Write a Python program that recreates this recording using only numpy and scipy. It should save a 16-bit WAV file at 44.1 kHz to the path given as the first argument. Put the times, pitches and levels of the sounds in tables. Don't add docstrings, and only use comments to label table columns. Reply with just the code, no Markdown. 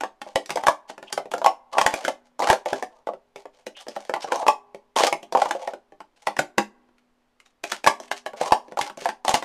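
import sys
import numpy as np
from scipy import signal
from scipy.fft import rfft, irfft
from scipy.io import wavfile

SR = 44100
rng = np.random.default_rng(int(sys.argv[2]) if len(sys.argv) > 2 else 0)


def wav_record(signal):
    frames = np.transpose(np.atleast_2d(signal))
    bounded = np.clip(frames, -1, 1)
    quanta = np.round(bounded * 32767).astype(np.int16)
    wavfile.write(sys.argv[1], SR, quanta)


N = 416304

# (t/s, hollow pitch f/Hz, hollow tock level/dB, clack pitch f/Hz, clack level/dB before its split)
CONTACTS = [(0.008, 764, -30, 1800, -33.5), (0.035, 875, -23, 1490, -33.5),
            (0.216, 800, -34.5, 2020, -36.5), (0.265, 630, -36.5, 2150, -62),
            (0.357, 607, -16, 2200, -21.5), (0.459, 880, -55.5, 5430, -41), (0.494, 756, -33.5, 1730, -36),
            (0.504, 765, -29, 2870, -27), (0.557, 573, -21.5, 5030, -33.5),
            (0.572, 800, -21.5, 1700, -34.5), (0.636, 860, -25.5, 1500, -36.5),
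            (0.668, 760, -14, 1400, -20), (0.683, 870, -8.5, 1690, -22), (0.898, 716, -34.5, 1400, -44),
            (0.979, 704, -41, 1720, -46.5), (1.027, 710, -39.5, 1400, -45.5),
            (1.126, 860, -35, 5030, -26.5), (1.176, 687, -20.5, 1380, -32.5),
            (1.256, 570, -36.5, 2300, -53), (1.315, 650, -32.5, 2790, -36), (1.337, 610, -21, 1360, -31),
            (1.38, 760, -34, 4940, -42), (1.416, 740, -24.5, 1400, -42), (1.444, 895, -16, 3370, -30.5),
            (1.461, 916, -6, 2680, -21.5), (1.726, 790, -39, 1800, -64.5), (1.751, 940, -27.5, 1370, -48),
            (1.77, 865, -19.5, 4640, -52), (1.783, 830, -12, 1310, -19.5), (1.813, 960, -15.5, 2810, -21),
            (1.863, 784, -13, 1850, -16.5), (1.939, 700, -25, 2470, -26.5), (2.049, 560, -34, 1670, -26),
            (2.08, 605, -18, 1830, -27), (2.393, 760, -26.5, 6400, -38.5), (2.402, 840, -20, 4590, -37.5),
            (2.421, 740, -20, 2240, -32), (2.472, 800, -20, 1670, -26.5), (2.487, 760, -20.5, 2280, -28),
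            (2.5, 810, -9.5, 1770, -16.5), (2.529, 700, -15.5, 1570, -24.5),
            (2.658, 614, -21.5, 2140, -35.5), (2.73, 638, -20, 1510, -30), (2.825, 680, -25, 2010, -34),
            (3.071, 673, -24.5, 1400, -44), (3.088, 628, -22.5, 2100, -52.5), (3.135, 597, -33, 1400, -54),
            (3.359, 664, -39, 2460, -44), (3.455, 676, -36, 1856, -53), (3.666, 550, -31.5, 2880, -36.5),
            (3.867, 635, -38, 1500, -51.5), (3.883, 583, -34, 5080, -39.5), (3.963, 624, -26, 1380, -40),
            (4.095, 574, -23, 1380, -35.5), (4.138, 830, -21, 1370, -29), (4.162, 830, -25.5, 2400, -45),
            (4.244, 744, -25.5, 1760, -43.5), (4.32, 710, -18, 1470, -27.5), (4.357, 890, -23, 5760, -35),
            (4.428, 844, -25.5, 1900, -47.5), (4.466, 880, -18, 2210, -32.5), (4.481, 913, -8, 2600, -21),
            (4.746, 505, -36.5, 2440, -48), (4.963, 800, -16.5, 3460, -27.5),
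            (5.006, 850, -16, 3220, -28.5), (5.037, 634, -16.5, 5000, -31), (5.067, 640, -30, 4460, -27),
            (5.126, 730, -19, 2050, -25.5), (5.229, 624, -41, 3150, -45), (5.324, 720, -25.5, 4100, -34.5),
            (5.35, 855, -10.5, 1590, -36), (5.372, 720, -19.5, 2770, -35), (5.418, 750, -13, 1420, -27.5),
            (5.457, 776, -21.5, 1500, -39), (5.509, 890, -22, 1740, -26), (5.55, 545, -24.5, 1400, -47),
            (5.674, 647, -23, 1960, -37), (5.735, 650, -32, 1370, -45.5), (5.921, 690, -46, 1820, -61.5),
            (6.004, 940, -38, 1498, -48.5), (6.27, 750, -18.5, 1396, -25.5), (6.366, 980, -32, 1870, -34.5),
            (6.39, 650, -17.5, 1490, -20.5), (6.581, 914, -14.5, 1403, -18), (6.888, 878, -63, 1400, -73.5),
            (6.982, 570, -78, 2320, -63.5), (7.401, 683, -74.5, 2590, -52), (7.46, 710, -79.5, 3410, -58),
            (7.638, 650, -31.5, 2290, -29.5), (7.719, 920, -31, 2100, -24.5),
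            (7.842, 650, -28.5, 2330, -29), (7.864, 880, -17.5, 1670, -21.5),
            (7.872, 960, -6.5, 2180, -13.5), (8.0, 690, -35, 5760, -44), (8.114, 786, -25, 1550, -25.5),
            (8.262, 713, -26.5, 1820, -34), (8.333, 620, -34.5, 1500, -50.5),
            (8.412, 676, -17.5, 2400, -31), (8.508, 870, -26.5, 3140, -42), (8.521, 895, -6.5, 2480, -20),
            (8.682, 546, -46, 2440, -56.5), (8.721, 576, -38, 1820, -49), (8.772, 806, -23.5, 1470, -36.5),
            (8.789, 865, -17.5, 7350, -35), (8.812, 750, -33.5, 2360, -24.5), (8.898, 920, -36, 1360, -42),
            (8.973, 554, -36, 6870, -46), (9.019, 510, -38.5, 2720, -45), (9.056, 734, -16.5, 1320, -30),
            (9.089, 880, -24.5, 1850, -31), (9.249, 900, -24, 5700, -35), (9.28, 790, -16, 3100, -22.5),
            (9.292, 800, -20, 6600, -27), (9.341, 826, -15, 3060, -17.5), (9.425, 840, -30, 1400, -35.5)]
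# (start t/s, end t/s, hollow level/dB, rasp level/dB)
SLIDES = [(0.25, 0.34, -46, -55), (0.51, 0.67, -42.5, -52.5), (0.875, 0.93, -45.5, -46),
          (1.04, 1.125, -48.5, -58.5), (1.715, 1.87, -26, -41.5), (1.87, 2.12, -31, -41.5),
          (2.24, 2.29, -64, -66.5), (2.4, 2.55, -21.5, -35), (2.67, 2.82, -36, -43.5),
          (2.87, 3.03, -54.5, -71.5), (3.37, 3.44, -50.5, -58.5), (3.52, 3.65, -59, -65),
          (3.76, 3.83, -47, -46.5), (3.89, 4.09, -48, -52), (4.2, 4.25, -42, -39.5),
          (4.27, 4.44, -24.5, -42.5), (4.957, 5.09, -16, -22.5), (5.33, 5.5, -29.5, -39),
          (5.52, 5.73, -35.5, -51.5), (6.16, 6.27, -55, -59), (7.41, 7.52, -70, -68.5),
          (7.65, 7.77, -39, -36), (8.01, 8.09, -55, -51.5), (8.16, 8.2, -67, -42), (8.36, 8.5, -27, -37),
          (8.6, 8.76, -54, -66), (8.78, 8.89, -36, -38.5), (8.98, 9.12, -47, -43), (9.26, 9.4, -26, -32.5)]
# (t/s, thump peak level/dB before a common 6 dB lift, table ring level/dB)
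THUMPS = [(0.356, -30, -37), (0.683, -34.5, -55.5), (1.458, -51.5, -39.5), (1.813, -38, -50),
          (1.86, -30, -40), (1.938, -35, -45), (2.501, -22, -23.5), (2.725, -46.5, -28.5),
          (4.482, -49.5, -42), (5.029, -52.5, -31), (6.389, -42.5, -25), (6.578, -56, -20.5),
          (7.87, -31, -29.5), (8.521, -21.5, -38), (8.811, -39.5, -46), (9.294, -34, -47),
          (9.339, -30, -32)]
# (t/s, length t/s, start f/Hz, end f/Hz, level/dB)
SQUEAKS = [(1.07, 0.024, 2700, 3230, -43.5), (3.745, 0.071, 2700, 3510, -44),
           (4.205, 0.055, 4970, 5830, -40.5)]
# (f/Hz, relative level/dB, t60/s)
HOLLOW_MODES = [(466, -6.5, 0.007), (519.4, 3, 0.046), (586.5, 1.5, 0.045), (665.6, -2, 0.067),
                (722.6, -4, 0.05), (801.3, -2.5, 0.086), (867.5, 2.5, 0.052), (962, -2, .045),
                (1054, 1, 0.037), (1127.6, -3, 0.083)]
# (f/Hz, relative level/dB, t60/s)
WALL_MODES = [(1340, 1, .025), (1570, 3, .02), (1845, 5, .022), (2200, -1, .018), (2620, -4, .015),
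              (3300, -3, .016)]
# (f/Hz, relative level/dB, t60/s)
RIM_MODES = [(3359, -1, 0.01), (4003, -2, 0.018), (5240, 2, .016), (5970, -7, 0.035), (7870, -7, 0.0047),
             (11400, -20, .014)]
# (f/Hz, relative level/dB, t60/s)
TABLE_MODES = [(152, -10, 0.12), (211, -4.5, 0.19), (262, -2, 0.088), (300.7, -1, 0.18), (354, 3.5, 0.11),
               (395.3, 6.5, 0.1)]
# (f/Hz, resonator gain level/dB, t60/s)
AFTER_RING_MODES = [(245, -80, 3.1), (409, -78.5, 1), (750, -100.5, .9), (1000, -94, 1.3),
                    (985, -90.5, 0.76), (1056, -91, 0.42)]
# (f/Hz, relative level/dB per Hz)
FLOOR_SPECTRUM = [(20, 6.5), (60, -9.5), (140, -10), (400, -5.5), (1000, -8.5), (1600, -14.5),
                  (3000, -18.5), (14000, -36)]

FLOOR_DB = -69.5
LEVEL_WINDOW_S = .01
CUTOFF_HZ = 14100
AGE = np.arange(SR // 4) / SR
USUAL_TOCK_DB, USUAL_CLACK_DB, USUAL_PITCH_HZ, USUAL_CLACK_HZ = -22, -34.5, 810, 2200
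WALL_SHARE_DB, RIM_SHARE_DB, RIM_GAIN_PER_DB, RIM_DB_PER_OCTAVE = -1.5, -6.5, 0.0848, 6.5
KNOCK_DB, KNOCK_PER_TOCK_DB, KNOCK_PER_CLACK_DB, KNOCK_DB_PER_OCTAVE = -41, 0.0671, 0.42, -8
KNOCK_MOST_DB = -1.5
LEAD_S, LEAD_DB = .006, -16.5
SPOT_DB, SPOT_Q = -0.5, 5.7
SLIDE_WALL_DB, SLIDE_RIM_DB = 0.5, -1
SLIDE_TOP_HZ = 8000
SQUEAK_WIDTH_HZ = 350


def from_db(db):
    return 10 ** (np.asarray(db) / 20)


def rms_one(x):
    return x / np.sqrt(np.mean(x ** 2) + 1e-20)


def at_level(x, db):
    return x * from_db(db) * np.sqrt(LEVEL_WINDOW_S * SR / (np.sum(x ** 2) + 1e-20))


def fade(t, t60):
    return np.exp(-np.log(1000) * t / t60)


def cut(x, hz, kind, order=2):
    sections = signal.butter(order, hz, kind, fs=SR, output="sos")
    return signal.sosfilt(sections, x + 1e-18)


def add(track, s, sound):
    start = max(round(s * SR), 0)
    part = sound[:max(len(track) - start, 0)]
    track[start:start + len(part)] += part


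def background():
    hz, db = np.transpose(FLOOR_SPECTRUM)
    bins_hz = np.maximum(np.arange(N // 2 + 1) * SR / N, 1)
    gain = from_db(np.interp(np.log(bins_hz), np.log(hz), db))
    noise = irfft(gain * rfft(rng.standard_normal(N)), N)
    return from_db(FLOOR_DB) * rms_one(noise)


def rebound(x, size_db=-11, spread_s=0.0039, count=3):
    out = x.copy()
    lags_s = np.cumsum(.001 + spread_s * rng.uniform(0.1, 1.8, count))
    for k, lag_s in enumerate(lags_s):
        db = size_db * np.sqrt(k + 1) + 2.0 * rng.standard_normal()
        add(out, lag_s, from_db(db) * x)
    return out


def crack(t60, rise_s, buzz_db=-20, buzz_t60=0.015):
    bursts = rebound((1 - np.exp(-AGE / rise_s)) ** 2 * fade(AGE, t60))
    buzz = from_db(buzz_db) * np.max(bursts) * fade(AGE, buzz_t60) * (1 - np.exp(-AGE / t60))
    noise, buzz_noise = rng.standard_normal((2, len(AGE)))
    return bursts * noise + buzz * buzz_noise * np.abs(buzz_noise)


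def wall_colour(x):
    return cut(x, [1250, 3700], "band")


def rim_colour(x):
    return cut(cut(x, 3900, "high"), 5700, "low")


def lead_in(clack_db, spread_db=4):
    force = crack(t60=0.048, rise_s=0.004)
    middle = rms_one(wall_colour(force))
    bright = from_db(-1) * rms_one(rim_colour(force))
    low = rms_one(cut(force, [450, 1100], "band"))
    level_db = clack_db + LEAD_DB + spread_db * rng.standard_normal()
    return at_level(middle + bright + low, level_db)


def struck(modes, spread_db, detune, centre_hz=None, octaves=.3):
    hz, db, t60 = np.transpose(modes)[:, :, None]
    strength, shift, sign = rng.standard_normal((3, len(modes), 1))
    gain = from_db(db + spread_db * strength) * np.sign(sign)
    if centre_hz is not None:
        gain = gain / (1 + (np.log2(hz / centre_hz) / octaves) ** 2)
    tone = np.sin(2 * np.pi * hz * (1 + detune * shift) * AGE)
    return np.sum(gain * fade(AGE, t60) * tone, axis=0)


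def table_knock():
    return cut(struck(TABLE_MODES, spread_db=4.5, detune=0.013), 120, "high")


def spot_colour(x, hz):
    b, a = signal.iirpeak(min(hz, SR / 4), SPOT_Q, fs=SR)
    return x + from_db(SPOT_DB) * signal.lfilter(b, a, x + 1e-18)


def touch_levels(pitch_hz, tock_db, clack_hz, clack_db):
    weight_db, hardness_db = tock_db - USUAL_TOCK_DB, clack_db - USUAL_CLACK_DB
    knock_db = (KNOCK_DB + KNOCK_PER_TOCK_DB * weight_db + KNOCK_PER_CLACK_DB * hardness_db
                + KNOCK_DB_PER_OCTAVE * np.log2(pitch_hz / USUAL_PITCH_HZ))
    knock_db = min(knock_db, tock_db + KNOCK_MOST_DB)
    clack_octaves = np.log2(clack_hz / USUAL_CLACK_HZ)
    tilt_db = (RIM_GAIN_PER_DB * hardness_db + RIM_DB_PER_OCTAVE * clack_octaves) / 2
    return tock_db, knock_db, clack_db + WALL_SHARE_DB - tilt_db, clack_db + RIM_SHARE_DB + tilt_db


def contact(pitch_hz, clack_hz, hollow_db, knock_db, wall_db, rim_db, seat_s=0.0013):
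    hollow = struck(HOLLOW_MODES, spread_db=2.0, detune=0.038, centre_hz=pitch_hz, octaves=0.43)
    hollow = cut(hollow, [330, 1700], "band")
    force = crack(t60=0.01, rise_s=0.0007)
    seating = 1 - np.exp(-AGE / seat_s)
    wall_ring = struck(WALL_MODES, spread_db=4.5, detune=.08, centre_hz=clack_hz, octaves=.6)
    wall = rms_one(wall_colour(force)) + rms_one(seating * wall_ring)
    rim_ring = struck(RIM_MODES, spread_db=4, detune=.08)
    rim = rms_one(rim_colour(force)) + from_db(-7) * rms_one(seating * rim_ring)
    clack = spot_colour(at_level(wall, wall_db) + at_level(rim, rim_db), clack_hz)
    return at_level(hollow, hollow_db) + at_level(table_knock(), knock_db) + clack


def room(x, wet_db=-8, echo_db=-11, late_db=-31, late_t60=0.95, gap_s=0.0032):
    t = np.arange(SR * 3 // 5) / SR
    noise = rng.standard_normal((4, len(t)))
    arrived = np.clip(t / gap_s - 1, 0, 1)
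    tail = (cut(noise[0], 1100, "low") + cut(noise[1], 2000, "high")) * fade(t, 0.18) * arrived
    echoes = noise[2] ** 3 * fade(t, 0.085) * arrived
    late = noise[3] * fade(t, late_t60) * arrived
    tail, echoes, late = [rms_one(part) / np.sqrt(len(t)) for part in (tail, echoes, late)]
    early = cut(from_db(wet_db) * tail + from_db(echo_db) * echoes, 10000, "low", order=1)
    response = early + from_db(late_db) * cut(late, 1600, "low")
    return signal.fftconvolve(x, response)[:N]


def after_ring(x):
    out = np.zeros(N)
    for hz, db, t60 in AFTER_RING_MODES:
        r, w = fade(1 / SR, t60), 2 * np.pi * hz / SR
        ring = signal.lfilter([0, np.sin(w)], [1, -2 * r * np.cos(w), r * r], x + 1e-18)
        out += from_db(db) * ring
    return out


def surge(n, per_s, db):
    knots = rng.standard_normal(200)
    return from_db(db * np.interp(np.arange(n) * per_s / SR, np.arange(len(knots)), knots))


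def pile_pitch(s):
    times, pitches = np.transpose(CONTACTS)[:2]
    return np.interp(s, times, pitches)


def jostle(force, start):
    step = SR // 40
    out = np.zeros(len(force) + SR // 10)
    for i in range(0, len(force), step):
        pitch_hz = pile_pitch(start + i / SR)
        ring = struck(HOLLOW_MODES, spread_db=2.5, detune=0.035, centre_hz=pitch_hz, octaves=0.8)
        add(out, i / SR, signal.fftconvolve(force[i:i + step], rms_one(ring)))
    return out


def slide(start, length_s, hollow_db, wall_db, rim_db, slips_per_s=900, slip_spread_db=3):
    n = max(round(length_s * SR), SR // 100)
    slips = rng.random(n) < slips_per_s / SR
    size, snag, grain = rng.standard_normal((3, n))
    stroke = np.sin(np.pi * (np.arange(n) + .5) / n) ** 0.64 * surge(n, per_s=130, db=7.0)
    ticks = stroke * (slips * size * from_db(slip_spread_db * snag) + .1 * grain)
    force = np.pad(ticks, (0, SR // 10))
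    rasp = np.zeros(len(force))
    edges_hz = np.geomspace(900, 15000, 9)
    for low, high in zip(edges_hz, edges_hz[1:]):
        rasp += cut(force, [low, high], "band", order=1) * surge(len(force), per_s=40, db=3.0)
    hollow = at_level(cut(jostle(ticks, start), 380, "high"), hollow_db)
    wall = at_level(wall_colour(rasp), wall_db)
    rim = at_level(cut(rim_colour(rasp), SLIDE_TOP_HZ, "low", order=1), rim_db)
    return from_db(-6.0) * np.sqrt(length_s / LEVEL_WINDOW_S) * (hollow + wall + rim)


def thumps(rise_s=0.0019, t60=0.0044, gain_db=6):
    pulse = cut((1 - np.exp(-AGE / rise_s)) * fade(AGE, t60), 30, "high", order=1)
    out = np.zeros(N)
    for s, db, _ in THUMPS:
        add(out, s, from_db(db + gain_db) * pulse / np.max(np.abs(pulse)))
    return out


def squeak(length_s, start_hz, end_hz, width_hz, db):
    u = np.linspace(0, 1, round(length_s * SR))
    wobble = rms_one(cut(rng.standard_normal(N), width_hz, "low"))[-len(u):]
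    phase = 2 * np.pi * np.cumsum(start_hz + (end_hz - start_hz) * u) / SR
    return from_db(db) * np.sin(np.pi * u) * wobble * np.sin(phase)


def cups(count=10):
    spots = np.zeros((count, N))
    for k, (s, pitch_hz, tock_db, clack_hz, clack_db) in enumerate(CONTACTS):
        levels = touch_levels(pitch_hz, tock_db, clack_hz, clack_db)
        add(spots[k % count], s - LEAD_S, lead_in(clack_db))
        add(spots[k % count], s, contact(pitch_hz, clack_hz, *levels))
    for k, (start, end, hollow_db, rasp_db) in enumerate(SLIDES):
        rub = slide(start, end - start, hollow_db, rasp_db + SLIDE_WALL_DB, rasp_db + SLIDE_RIM_DB)
        add(spots[k % count], start, rub)
    for k, (s, _, ring_db) in enumerate(THUMPS):
        add(spots[k % count], s, at_level(table_knock(), ring_db))
    for k, (s, length_s, start_hz, end_hz, db) in enumerate(SQUEAKS):
        add(spots[k % count], s, squeak(length_s, start_hz, end_hz, SQUEAK_WIDTH_HZ, db))
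    return spots


def scene():
    spots = cups()
    echoes = sum(room(spot) for spot in spots)
    clatter = spots.sum(axis=0) + echoes
    return (clatter + after_ring(clatter) + thumps() + background())[None]


def record(dry, top=0.81):
    rounded = dry / (1 + (dry / top) ** 4) ** (1 / 4)
    low_pass = signal.ellip(10, .2, 70, CUTOFF_HZ, fs=SR, output="sos")
    return signal.sosfilt(low_pass, rounded)


dry = scene()
out = record(dry)
wav_record(out)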